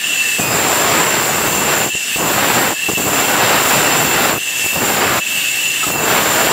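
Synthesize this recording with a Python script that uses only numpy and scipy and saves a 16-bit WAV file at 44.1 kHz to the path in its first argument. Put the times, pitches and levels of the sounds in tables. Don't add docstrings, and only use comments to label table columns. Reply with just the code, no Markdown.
import sys
import numpy as np
from scipy import signal
from scipy.fft import rfft, irfft, next_fast_len
from scipy.io import wavfile
from scipy.ndimage import uniform_filter1d, map_coordinates

SR = 44100
rng = np.random.default_rng(int(sys.argv[2]) if len(sys.argv) > 2 else 0)


def volts_from_db(level):
    exponent = np.asarray(level, float) / 20
    return 10 ** exponent


def inscribe(sig):
    pcm = np.round(np.clip(np.atleast_2d(sig).T, -1, 1) * 32767)
    wavfile.write(sys.argv[1], SR, pcm.astype(np.int16))


N = 287532

# freq_hz, density_db_per_hz
WHIRR_COLOUR = [(25, -41), (60, -12), (150, 3), (700, 0), (1400, 0), (2200, 6), (3600, 1), (6500, 0.5),
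                (8500, 1.5), (9800, -2.5), (12300, -1), (16000, -20)]
# cut_on_hz, edge_hz, tail_hz, level_db
FIRST_MODES = [(1596, 70, 330, -19), (2647, 33, 38, 2), (2703, 30, 173, -7), (2810, 60, 850, -19)]
# cut_on_hz, edge_hz, tail_hz, level_db
GUIDE_MODES = [(1725, 30, 99, 0)]
# cut_on_hz, edge_hz, tail_hz, level_db
SECOND_MODES = [(6918, 36, 89, 2.5), (7110, 89, 570, -1), (7820, 30, 80, -5.5), (8620, 100, 380, -13.5),
                (5260, 97, 130, -12.5), (6000, 50, 260, -9.5), (4410, 45, 250, -13)]
# cut_on_hz, edge_hz, tail_hz, level_db
KERF_MODES = [(7235, 79, 153, 2), (10400, 35, 100, -12.5), (11100, 30, 60, -10)]
# cut_on_hz, edge_hz, tail_hz, level_db
HISS_MODES = [(10300, 60, 350, -6.5), (12950, 200, 950, 1), (14340, 300, 1200, -3)]
# time_s, first_mode_db, guide_contact_db
SWING = [(0, -1, 3), (.2, 1.5, -3), (.245, 0, 10), (.3, 0, 6), (.85, -5, 0), (1.7, 2.5, 0), (1.95, 0, -10),
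         (2.04, -5, -8), (2.11, 0.5, -9), (2.7, -3, 0), (2.84, -0.5, 0), (3.2, -0.5, 0), (4.12, 4, 0),
         (4.42, -2, -4), (4.6, -1, -3), (5.0, -2, 2), (5.35, 1, -11.5), (5.95, -1, -1)]
# time_s, drive_db, kerf_pinch_db
DRIVE = [(0, 0, 0.5), (.3, -0.5, 1.5), (.45, -1, -0.5), (.75, 0.5, 2.5), (1.1, -0.5, 0.5), (1.85, -0.5, 1),
         (1.97, -4, 2.5), (2.2, -0.5, -1), (2.55, 1.5, 1.5), (2.78, -1, -1), (3.15, 1.5, 0.5),
         (3.75, 2.5, 1.5), (4.25, 2.5, 0), (4.45, -1.5, 0), (4.68, 0.5, -0.5), (5.8, 1.5, -0.5),
         (6.04, 0, -1), (6.15, 1.5, 0.5)]
# time_s, pitch_hz, level_db, octave_db
SQUEAL = [(.385, 2520, -50, -55), (.41, 2500, -25, -42), (.46, 2500, -25, -42), (.49, 2503, -27, -30),
          (.53, 2510, -36, -28), (.57, 2460, -42, -34), (.6, 2487, -60, -55)]
# time_s, low_hz, high_hz, level_db
SIDE_BURSTS = [(.82, 4500, 5770, -32), (.82, 9500, 11100, -37), (2.467, 8200, 10400, -33),
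               (2.606, 10300, 11750, -35), (3.443, 4500, 5750, -34), (3.443, 12300, 14600, -30),
               (3.767, 7450, 9100, -29), (3.767, 11650, 13250, -36), (3.93, 4120, 5800, -31),
               (3.93, 6150, 7700, -27.5), (3.976, 6260, 8900, -25), (3.976, 14350, 15750, -32),
               (4.0, 11650, 13800, -31), (6.205, 14350, 15750, -31), (6.321, 6750, 8340, -25),
               (6.321, 11700, 13900, -34.5)]
# time_s, peak_db, pitch_hz, t60_s
BILLET_KNOCKS = [
    (5.829, -12.5, 1307, 0.074),
    (5.839, -12, 1273, 0.062),
]
# time_s, peak_db
BARK_NICKS = [(1.935, -15), (1.949, -11), (2.16, -2), (2.886, -8), (2.893, -7), (2.92, -8), (2.927, -14),
              (2.934, -1), (2.973, -20), (4.644, -6), (4.654, -16), (4.73, -8), (4.745, -14), (4.76, -12),
              (5.868, -3), (5.885, -2), (5.906, -5), (5.914, -8), (5.928, -17)]
# start_s, length_s, level_db
BARK_GRAZES = [(1.947, .01, -34), (2.16, .014, -25), (2.885, 0.019, -23.5), (2.912, 0.031, -28),
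               (4.646, 0.026, -33.5), (4.732, .026, -27), (5.55, 0.045, -35), (5.83, 0.026, -32),
               (5.867, 0.034, -25), (5.901, .018, -21.5), (5.923, 0.019, -23.5)]
# lean_s, bite_s, kerf_full_s, break_out_s, clear_s
CUTS = [
    (.383, .383, .58, 1.845, 1.903),
    (2.1, 2.18, 2.3, 2.71, 2.742),
    (2.87, 2.973, 3.19, 4.3, 4.385),
    (4.63, 4.758, 4.87, 5.19, 5.2),
    (5.86, 5.943, 6.12, 6.6, 6.7),
]
# time_s, force_db
FEED_FORCE = [(.4, 0), (.7, 0), (1.0, 1.5), (1.15, 1), (1.27, -1.5), (1.66, -2), (1.73, 1), (1.8, -1.5),
              (2.3, 0), (2.5, 1.5), (2.7, 0), (3.2, 0), (3.5, 1.5), (4.0, 0), (4.3, 0), (5.0, 0),
              (6.1, 1.5), (6.5, 0.5)]
# freq_hz, density_db_per_hz
CHIP_COLOUR = [(15, -58), (25, -22), (124, -1.5), (308, 0), (764, -0.5), (1540, -4.5), (2230, -9.5),
               (2750, -11.5), (3090, -13), (6060, -23), (6500, -37), (8450, -50), (14300, -120)]

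TURNS_PER_S, WELD_TURN = 4.38, .68
FIRST_DB, SECOND_DB, HISS_DB, GUIDE_DB = -19.5, -25, -30, -36
FIRST_DAMP_DB, SECOND_RISE_DB, HISS_RISE_DB = -4.5, 7, 6.5
LEAN_HISS_DB = 5
TOUCH_GRIP, GRIP_LAG_S = 0.53, .008
DUCK_DB, RECOVER_S = -7, 0.056
RASP_DB, LIGHT_DB, EXIT_DB, EDGE_S = -19.5, -6, -3.5, .006
BRIGHT_DB, SHALLOW_BRIGHT_DB = -10, -12
BOOM_DB, SHALLOW_BOOM_DB = -9, 9
NICK_MS = 0.87


def unit(x):
    return x / np.sqrt(np.mean(x ** 2) + 1e-20)


def curves(rows):
    time_s, *columns = np.transpose(rows)
    return [np.interp(np.arange(N) / SR, time_s, column) for column in columns]


def wobble(rate_hz):
    knots = rng.standard_normal(int(N * rate_hz / SR) + 4)
    return map_coordinates(knots, [np.arange(N) * rate_hz / SR])


def lagged(x, lag_s, start):
    keep = np.exp(-1 / (lag_s * SR))
    return signal.lfilter([1 - keep], [1, -keep], x, zi=[keep * start])[0]


def filtered(x, gain):
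    size = next_fast_len(N + 8192)
    return irfft(rfft(x, size) * gain(np.fft.rfftfreq(size, 1 / SR)), size)[:N]


def colour(points):
    freq_hz, level_db = np.transpose(points)
    return lambda hz: volts_from_db(np.interp(np.log(hz + 1), np.log(freq_hz), level_db))


def patchy(depth_db):
    grid = signal.stft(rng.standard_normal(N), nperseg=2048)[2]
    broad = uniform_filter1d(rng.standard_normal(grid.shape), size=12, axis=0)
    broad = uniform_filter1d(broad, size=3, axis=1)
    streaks = uniform_filter1d(rng.standard_normal(grid.shape), size=5, axis=1)
    gain_db = depth_db * unit(broad) + 2.86 * unit(streaks)
    return signal.istft(grid * volts_from_db(gain_db), nperseg=2048)[1][:N]


def evened(x, share):
    power = np.abs(uniform_filter1d(x * x, size=2200)) + 1e-3
    return unit(x / power ** (share / 2))


def bent(x, bend):
    read_at = np.arange(N) + np.cumsum(bend - bend.mean())
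    return map_coordinates(x, [read_at], order=5, mode="mirror")


def looped(x, depth):
    turn = (np.arange(N) / SR * TURNS_PER_S - WELD_TURN) % 1
    return bent(x, depth * uniform_filter1d(np.sqrt(turn), size=900))


def feed():
    t = np.arange(N) / SR

    def gate(start_s, end_s):
        return np.clip(np.minimum(t - start_s, end_s - t) / EDGE_S + .5, 0, 1)

    leaning = sum(gate(cut[0], cut[-1]) for cut in CUTS)
    contact = sum(gate(cut[1], cut[-1]) for cut in CUTS)
    depth = sum(np.interp(t, np.sort(cut[1:]), [0, 1, 1, 0]) for cut in CUTS)
    leaving = sum(gate(cut[-2], cut[-1]) for cut in CUTS) * (1 - depth)
    cut_db = RASP_DB + curves(FEED_FORCE)[0] + .8 * wobble(11)
    cutting = contact * volts_from_db(cut_db + LIGHT_DB * (1 - depth) ** 2 + EXIT_DB * leaving)
    brushing = sum(volts_from_db(db) * gate(s, s + length_s) for s, length_s, db in BARK_GRAZES)
    brushing = brushing * volts_from_db(2.5 * wobble(140))
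    return leaning, depth, 20 * np.log10(cutting + brushing + 1e-3)


def band_levels(leaning, depth, level_db):
    touch = np.clip((level_db + 38) / 8, 0, 1)
    duck_db = DUCK_DB * lagged(touch, RECOVER_S, start=0.66)
    grip = lagged(touch * (TOUCH_GRIP + (1 - TOUCH_GRIP) * depth), GRIP_LAG_S, start=0)
    swing_db, contact_db = curves(SWING)
    drive_db, pinch_db = curves(DRIVE)
    first_db = FIRST_DB + swing_db + FIRST_DAMP_DB * grip + 0.33 * duck_db
    guide_db = GUIDE_DB + contact_db + 0.91 * duck_db
    hiss_db = HISS_DB + drive_db + .5 * wobble(13) + HISS_RISE_DB * grip + duck_db
    lean_db = LEAN_HISS_DB * lagged(leaning, .015, start=0)
    second_db = SECOND_DB + 0.23 * drive_db + pinch_db + SECOND_RISE_DB * grip
    second_db = second_db + 0.86 * duck_db + 0.63 * wobble(14)
    return first_db, guide_db, hiss_db, lean_db, second_db


def singing(modes, depth_db):
    def gain(hz):
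        power = 0
        for cut_on_hz, edge_hz, tail_hz, db in modes:
            edge = np.exp(np.clip((cut_on_hz - hz) / edge_hz * 2, -50, 50))
            power = power + volts_from_db(2 * db) / (edge + 1 + ((hz - cut_on_hz) / tail_hz) ** 4)
        return np.sqrt(power)
    return evened(unit(filtered(patchy(depth_db), gain)), share=0.42)


def whirr(effort_db, load, flutter):
    rub = unit(filtered(patchy(0.99), colour(WHIRR_COLOUR)))
    sheen = filtered(rub, lambda hz: 1 / (1 + (9300 / (hz + 1)) ** 8))
    rub = rub + (volts_from_db(1.2 * (load - 0.9)) - 1) * sheen
    return volts_from_db(effort_db + 4.5 - 1.35 * load + 0.53 * flutter) * rub


def first_modes(first_db, load):
    sound = bent(singing(FIRST_MODES, depth_db=.8), .007 * wobble(24))
    sway_db = (-0.4 + 0.93 * load) * wobble(16) + 0.67 * wobble(85)
    return volts_from_db(first_db + 0.64 - 1.7 * load + sway_db) * sound


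def guide_modes(guide_db, load):
    return volts_from_db(guide_db + 2 * wobble(25)) * (1 - load) ** 2 * singing(GUIDE_MODES, depth_db=1.5)


def second_modes(second_db, load, flutter):
    free = singing(SECOND_MODES, depth_db=3.0)
    pinched = singing(KERF_MODES, depth_db=0.0)
    sound = looped((1 - .3 * load) * free + .7 * load * pinched, depth=.019)
    return volts_from_db(second_db + 1.3 + 0.63 * flutter + 0.72 * wobble(25)) * sound


def hiss_modes(hiss_db, load, flutter):
    level_db = hiss_db - 1.4 + .3 * load + 0.82 * flutter + 0.48 * wobble(19)
    return volts_from_db(level_db) * singing(HISS_MODES, depth_db=1.3)


def squeal():
    pitch_hz, first_db, octave_db = curves(SQUEAL)
    phase = 2 * np.pi * np.cumsum(pitch_hz + 10 * wobble(70)) / SR
    octave = volts_from_db(octave_db - 2 + 2.5 * wobble(60)) * np.sin(2 * phase)
    return np.sqrt(2) * (volts_from_db(first_db) * np.sin(phase) + octave)


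def band(wood):
    first_db, guide_db, hiss_db, lean_db, second_db = band_levels(*wood)
    load = uniform_filter1d(np.clip((wood[-1] + 32) / 12, 0, 1), size=4000)
    flutter = wobble(9)
    out = whirr(0.46 * second_db + .55 * hiss_db, load, flutter)
    out += first_modes(first_db, load) + guide_modes(guide_db, load)
    out += second_modes(second_db, load, flutter) + hiss_modes(hiss_db + lean_db, load, flutter)
    return out + squeal()


def side_bursts():
    side, size = np.zeros(N), 2048
    hz = np.fft.rfftfreq(size, 1 / SR)
    for time_s, low_hz, high_hz, db in SIDE_BURSTS:
        burst = unit(irfft(rfft(rng.standard_normal(size)) * (hz > low_hz) * (hz < high_hz)))
        start = round(time_s * SR) - size // 2
        side[start:][:size] += volts_from_db(db - 1.0) * burst * signal.windows.tukey(size, .7)
    return np.array([side, -side])


def billet():
    out, t = np.zeros(N), np.arange(SR // 8) / SR
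    for time_s, db, hz, t60_s in BILLET_KNOCKS:
        ring = np.sin(2 * np.pi * hz * t)
        ring += 0.23 * np.sin(2 * np.pi * .66 * hz * t) + 0.16 * np.sin(2 * np.pi * 0.29 * hz * t)
        out[round(time_s * SR):][:len(t)] += volts_from_db(db - 60 * t / t60_s) * ring * (1 - np.exp(-t / 0.0011))
    return out


def nicks():
    out, t = np.zeros(N), np.arange(SR // 50) / SR
    u = t / (NICK_MS / 1000)
    for time_s, db in BARK_NICKS:
        push = (1 - u) * np.exp(-u) * (1 - np.exp(-2.5 * u))
        push += 0.089 * np.exp(-t / .003) * rng.standard_normal(len(t))
        out[round(time_s * SR):][:len(t)] += volts_from_db(db) * rng.choice([-1, 1]) * push
    return out


def rasp(wood):
    _, depth, level_db = wood
    force_db, = curves(FEED_FORCE)
    bright_db = BRIGHT_DB + SHALLOW_BRIGHT_DB * (1 - depth) + 0.47 * force_db
    boom_db = BOOM_DB + SHALLOW_BOOM_DB * (1 - depth) - 2.4 * force_db
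    bite = np.clip((level_db + 33) / 15, 0, 1)
    tears_per_s = 450 + 6000 * bite ** 3
    tears = (rng.random(N) < tears_per_s / SR) * rng.standard_normal(N) / np.sqrt(tears_per_s / SR)
    clumps = volts_from_db((3.5 - 2.8 * bite) * wobble(50) + 1.1 * wobble(260))
    chips = clumps * ((.95 - 0.4 * bite) * tears + (0.24 + 0.5 * bite) * patchy(1.0))
    chips = unit(filtered(chips, colour(CHIP_COLOUR + [(9000, -29), (16000, -45)])))
    chips = evened(chips, share=0.15)
    upper = filtered(chips, lambda hz: 1 / np.sqrt(1 + (2300 / (hz + 1)) ** 4))
    lower = filtered(chips, lambda hz: 1 / np.sqrt(1 + (hz / 300) ** 4))
    harder = volts_from_db(1.37 * np.clip(bright_db + 13, -9, 5)) - 1
    looser = volts_from_db(0.64 * np.clip(boom_db + 6.5, -9, 9)) - 1
    touching = np.clip((level_db + 36.0) / 4, 0, 1)
    return volts_from_db(level_db + 3.0) * touching * (chips + harder * upper + looser * lower)


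def scene():
    wood = feed()
    mono = band(wood) + billet() + nicks() + rasp(wood)
    return np.array([mono, mono])


def band_limit(x):
    return signal.sosfilt(signal.butter(12, 17040, fs=SR, output="sos"), x)


def record(dry):
    def band_limits(hz):
        return 1 / (1 + (hz / 15740) ** 900) / (1 + (42 / (hz + 1)) ** 4)

    soft = dry / (1 + np.abs(dry / .82) ** 5) ** (1 / 5) + side_bursts()
    mix = np.array([filtered(channel, band_limits) for channel in soft])
    return band_limit(mix)


dry = scene()
out = record(dry)
inscribe(out)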